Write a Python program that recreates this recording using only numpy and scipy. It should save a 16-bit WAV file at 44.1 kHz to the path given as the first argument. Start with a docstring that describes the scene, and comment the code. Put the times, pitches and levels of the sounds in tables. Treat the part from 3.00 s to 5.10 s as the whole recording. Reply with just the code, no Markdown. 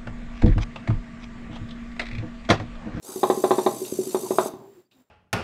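"""A small two-wheeled robot judders round on a tabletop, close by, in a small room.
Its two gearboxes run up in under 0.1 s to a whine and rasp made of tooth harmonics and tooth-pulsed noise.
About 13 times a second the chassis knocks on the table (thump, ringing modes, crack); the load slows the gears.
The drive stops at 1.5 s; one last knock, creaks of swept sines and a tick follow as the robot settles.
Under it all lie air noise and a thin electric whine, which dip briefly at 1.9 s and sink at the end."""
import sys
import numpy as np
from scipy import signal
from scipy.fft import rfft, irfft
from scipy.io import wavfile

SR = 44100
rng = np.random.default_rng(int(sys.argv[2]) if len(sys.argv) > 2 else 0)


def transcribe(signal):
    """Save signal, clipped to [-1, 1], as a 16-bit WAV file at the path in sys.argv[1]."""
    frames = np.atleast_2d(signal).T
    limited = np.clip(frames, -1, 1)
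    pcm = np.round(limited * 32767).astype(np.int16)
    wavfile.write(sys.argv[1], SR, pcm)


N = 92610
T = np.arange(N) / SR

# chassis knocks on the table: start t/s, ring level/dB, upper modes re ring/dB, thump level/dB,
# thump f/Hz, gear slowdown f/Hz
KNOCK_ROWS = [ (.090, -34.5, -14.5, -35, 299, 38), (0.159, -23, -9.5, -25, 300, 121.5),
              (0.231, -12, 8, -8.5, 572, 92.5), (0.2993, -10.5, 5.5, -8.5, 500, 122.5),
              (0.3738, -19.5, -14, -22.5, 300, 112.5), (0.4382, -11, 6, -8, 550, 116),
              (0.5073, -8, 6.5, -7, 600, 173), (0.5822, -13, 3, -13, 526, 185),
              (.662, -10.5, 6, -8.5, 500, 154), (0.7471, -41.5, -9, -34, 399, 67),
              (0.8161, -20, -39.5, -41, 310, 187.5), (0.9235, -28.5, -13, -16.5, 320, 129),
              (0.9882, -13.5, -38, -19, 370, 127), (1.071, -24, -26.5, -25.5, 300, 189.5),
              (1.1452, -13, -2.5, -8, 607, 193.5), (1.233, -22, -8.5, -27, 400, 96),
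              (1.3067, -16.5, 0, -8, 499, 42.5), (1.384, -13.5, 0, 0, 757, 117.5),
              (1.4587, -25.5, -28, -16, 576, 58.5), (1.537, -36, 3.5, -27.5, 253, 3)]


def amp(db):
    """Decibels to gain."""
    return 10 ** (np.asarray(db) / 20)


def curve(rows):
    """Join (t/s, value) rows by straight lines."""
    return np.interp(T, *np.array(rows, float).T)


def unit(x):
    """Scale to rms 1."""
    return x / np.sqrt(np.mean(x ** 2))


def colour(x, points):
    """Filter x by (f/Hz, level/dB) points, to rms 1."""
    points_hz, points_db = np.array(points, float).T
    f_hz = np.fft.rfftfreq(N, 1 / SR)
    gain = amp(np.interp(np.log(f_hz + 1), np.log(points_hz), points_db))
    return unit(irfft(rfft(x) * gain, N))


def walk(rate_hz):
    """Smooth random signal, rms 1, Gaussian low-pass near rate_hz."""
    f_hz = np.fft.rfftfreq(N, 1 / SR)
    lowpass = np.exp(-(f_hz / rate_hz) ** 2) * (f_hz > 0)
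    return unit(irfft(rfft(rng.standard_normal(N)) * lowpass, N))


def fade(age_s, t60_s):
    """Exponential decay, silent before age 0."""
    return (age_s >= 0) * np.exp(-np.log(1000) * np.maximum(age_s, 0) / t60_s)


def turns(hz):
    """Phase in radians of a varying frequency."""
    return 2 * np.pi * np.cumsum(hz) / SR


def knocks():
    """Each impact gives a short thump, rings the body modes and cracks loose plastic by its hardness."""
    # modes of chassis and table: f/Hz, level/dB, decay t60/s
    body = [(121.2, -30.5, 0.36), (210, -12, 0.051), (270, -20.5, .14), (370.6, -4.5, .105),
            (383.8, -8, .12), (458, -17, 0.16), (511, -29, .15), (633, -14.5, 0.069), (707.6, -18.5, 0.11),
            (798.4, -5.5, 0.05), (900, -21, 0.084), (1040.7, -14.5, 0.096), (1118, -13.5, 0.072),
            (1585, -26, 0.042), (1736, -30, 0.05), (1910, -25.5, 0.039)]
    # crack spectrum: f/Hz, level/dB
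    crack_spectrum = [(200, -17), (600, 14), (1150, 6.5), (1500, -14), (2400, -13), (3000, -21.5),
                      (3700, -5.5), (4600, -23.5), (9000, -32), (15000, -45)]
    ring_attack_s, thump_lag_s = 0.002, 0.002
    crack_db, crack_t60_s = -12, 0.084
    upper_from_hz, upper_full_hz = 440, 650

    out, age = np.zeros(N), T[:N // 4]
    crack = colour(rng.standard_normal(N), crack_spectrum)
    rise = 1 - np.exp(-age / ring_attack_s)
    modes = []
    for k, (hz, db, t60_s) in enumerate(body):
        sign = -(-1) ** ((k + 1) // 2)  # after the first mode, successive pairs alternate
        modes.append(sign * amp(db) * rise * fade(age, t60_s) * np.sin(2 * np.pi * hz * age))
    upper_share = np.interp([m[0] for m in body], [upper_from_hz, upper_full_hz], [0, 1])

    for start_s, ring_db, upper_db, thump_db, thump_hz, _ in KNOCK_ROWS:
        first = int(start_s * SR)
        span = slice(first, first + len(age))
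        push = (np.pi * thump_hz * (age - thump_lag_s)) ** 2
        thump = amp(thump_db) * (1 - 2 * push) * np.exp(-push)  # Ricker pulse
        ring = amp(ring_db) * (amp(upper_db * upper_share) @ modes)
        # strong upper modes or a high thump mean a hard knock
        thump_hardness = amp(thump_db) * np.interp(thump_hz, [350, 900], [0, 1])
        hardness = amp(ring_db + upper_db) + thump_hardness
        out[span] += ring + thump
        out[span] += hardness * amp(crack_db) * crack[span] * rise * fade(age, crack_t60_s)
    return out


def gears():
    """Two motors slowed by every knock; the slower one binds and slips free; backlash chatters."""
    # tooth rate without the knocks: t/s, f/Hz
    mesh = [(0, 1243), (.07, 1610), (.3, 1641), (.56, 1609), (.65, 1625), (.88, 1610), (.98, 1606),
            (1.28, 1610), (1.37, 1680), (1.5, 1602)]
    # drive level: t/s, level/dB
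    drive = [(0, -53), (.015, -35), (.03, -11.5), (.07, -3.5), (.25, -2.5), (.46, -2), (.8, -2.5),
             (1.27, -1.5), (1.482, 0.5), (1.495, -25), (1.55, -60)]
    sag_lag_s, sag_width_s = 0.03, 0.021
    catch_hz, catch_swing = 26, 0.03  # mean rate, speed fraction
    flutter, other_wander = 0.005, 0.018  # rms speed fractions
    other_ratio, other_db = 0.98, -3.5
    chatter_hz, chatter_depth = 53, 0.25  # rate at mean speed

    sag_hz = sum(k[5] * np.exp(-((T - k[0] - sag_lag_s) / sag_width_s) ** 2) for k in KNOCK_ROWS)
    hz = curve(mesh) - sag_hz
    # slows for 85 % of each cycle, then speeds up again
    catch = -signal.sawtooth(turns(catch_hz * (1 + 0.2 * walk(12))), 0.85)
    first = gearbox(hz * (1 + flutter * walk(90)))
    second = gearbox(other_ratio * hz * (1 + other_wander * walk(20) + catch_swing * catch))
    chatter = 1 + chatter_depth * np.sin(turns(chatter_hz * hz / hz.mean()))
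    return amp(curve(drive)) * chatter * (first + amp(other_db) * second)


def gearbox(hz):
    """Teeth meeting hz times a second give whine and tooth-pulsed rasp, swelling once a rotor turn."""
    # whine harmonics: multiple of tooth rate, level/dB
    whine_rows = [(2, -68), (3, -55.5), (4, -50.5), (5, -48), (6, -47), (7, -53.5), (8, -50.5), (9, -64.5)]
    # rasp spectrum: f/Hz, level/dB
    rasp_spectrum = [(100, -45), (250, 9), (400, 9.5), (700, 4), (1100, -3), (1700, -13.5), (2800, -8),
                     (3200, -12.5), (3700, -1), (4200, -8), (4800, -4.5), (5400, -3.5), (6300, -1),
                     (7600, 1.5), (8200, -7.5), (9200, -2.5), (10500, -9.5), (12400, -5), (13700, -10.5),
                     (15500, -16)]
    speed_jitter, rotor_swing, pinion_teeth = 0.003, 0.2, 16
    whine_flicker_db, rasp_flicker_db = 2.4, 0.6  # rms
    rasp_db, rasp_grain_db, rasp_buzz = -43.5, 0.5, 0.8

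    phase = turns(hz * (1 + speed_jitter * walk(400)))
    whine = np.zeros(N)
    for multiple, db in whine_rows:
        tone = np.sin(round(multiple) * phase + rng.uniform(0, 2 * np.pi))
        whine += amp(db) * unit(amp(whine_flicker_db * walk(60)) * tone)
    grains = rng.standard_normal(N) * amp(rasp_grain_db * walk(1500))
    grains *= 1 + rasp_buzz * np.sin(phase)
    rasp = amp(rasp_db + rasp_flicker_db * walk(50)) * colour(grains, rasp_spectrum)
    return (whine + rasp) * (1 + rotor_swing * np.sin(phase / pinion_teeth))


def creaks_and_ticks():
    """Plastic parts scuff and creak as wavering tones under a half-sine swell; ticks are decaying noise."""
    # scuffs and creaks of wheels and frame: start t/s, length t/s, f/Hz, rms wander f/Hz, level/dB
    creaks = [(0.049, 0.13, 1000, 260, -46), (1.25, 0.031, 945, 170, -34.5), (1.526, 0.18, 778, 156, -49),
              (1.845, 0.035, 4650, 224, -77), (1.574, 0.19, 397.3, 18.2, -45),
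              (1.747, 0.073, 370, 31, -46.5), (1.936, .05, 273, 28, -59), (1.975, 0.057, 248, 14, -55)]
    # light plastic ticks: start t/s, level/dB, decay t60/s
    ticks = [(.85, -40, 0.14), (1.108, -45, 0.12), (1.912, -61.5, 0.25)]
    # tick spectrum: f/Hz, level/dB
    tick_spectrum = [(300, -24), (1500, -9), (2200, -12), (2650, 5), (3100, -3), (3500, -5), (3750, 11),
                     (4050, -1), (8000, -21), (15000, -28)]

    out = np.zeros(N)
    tick_noise = colour(rng.standard_normal(N), tick_spectrum)
    for start_s, length_s, hz, wander_hz, db in creaks:
        swell = np.sin(np.pi * np.clip((T - start_s) / length_s, 0, 1))
        out += amp(db) * swell * np.sin(turns(hz + wander_hz * walk(313)))
    for start_s, db, t60_s in ticks:
        out += amp(db) * tick_noise * fade(T - start_s, t60_s)
    return out


def room(x):
    """Diffuse reflections: a noise tail with its own level and decay in each band."""
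    # room bands: centre f/Hz, level/dB, decay t60/s
    bands = [(55, -34.5, .5), (125, 0, 0.52), (253, -5.5, 0.69), (500, -9.5, 0.44), (1000, -8.5, 0.34),
             (2000, -7, 0.36), (4000, -6.5, .38), (8000, -18, .3), (14000, -9.5, 0.28)]
    delay_s = 0.006

    noise, f_hz = rfft(rng.standard_normal(N)), np.fft.rfftfreq(N, 1 / SR)
    centres = np.log([b[0] for b in bands])
    tail = np.zeros(N)
    for share, (_, db, t60_s) in zip(np.eye(len(bands)), bands):
        band = irfft(noise * np.interp(np.log(f_hz + 1), centres, share), N)
        decay = fade(T - delay_s, t60_s)
        tail += amp(db) * band * decay / np.sqrt(np.sum(decay ** 2))
    return signal.fftconvolve(x, tail)[:N]


def background():
    """Room air as coloured noise; electronics as a whine and its octave, pulsing in level and pitch."""
    # common level of air and whine: t/s, level/dB
    level = [(0, -5), (.05, 3.5), (1.7, 2.5), (1.8, 1.5), (1.86, -12.5), (1.903, -22), (1.92, -4.5),
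             (2.015, -1), (2.05, -13.5), (2.1, -16.5)]
    # air spectrum: f/Hz, level/dB
    air_spectrum = [(30, -21), (120, -5), (400, -6), (900, -11.5), (2500, -21), (5000, -25.5), (10000, -31),
                    (15000, -28.5)]
    # levels ahead of the common level
    air_db, idle_db, idle_octave_db = -63, -74.5, -75.5
    idle_hz, idle_pulse_hz, idle_swing_hz, idle_wander_hz = 7300, 60, 110, 90

    pulse = np.sin(2 * np.pi * idle_pulse_hz * T)
    phase = turns(idle_hz + idle_swing_hz * pulse + idle_wander_hz * walk(600))
    tones = amp(idle_db) * np.sin(phase) + amp(idle_octave_db) * np.sin(2 * phase)
    idle = (1 + pulse) * tones
    air = amp(air_db) * colour(rng.standard_normal(N), air_spectrum)
    return amp(curve(level)) * (idle + air)


def scene():
    """Knocks and gears with room reflections, over dry creaks, ticks and background."""
    robot = knocks() + gears()
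    return (robot + room(robot) + creaks_and_ticks() + background())[None]


def record(dry):
    """The recorder thins the deep bass, rounds peaks near its ceiling and cuts the top."""
    low_cut_hz, top_hz, ceiling = 39, 15700, 0.95
    high_pass = signal.butter(1, low_cut_hz, "high", fs=SR, output="sos")
    thin = signal.sosfilt(high_pass, dry)
    held = thin / (1 + (thin / ceiling) ** 10) ** (1 / 10)
    low_pass = signal.ellip(10, 0.2, 80, top_hz, fs=SR, output="sos")
    return signal.sosfilt(low_pass, held)


dry = scene()
out = record(dry)
transcribe(out)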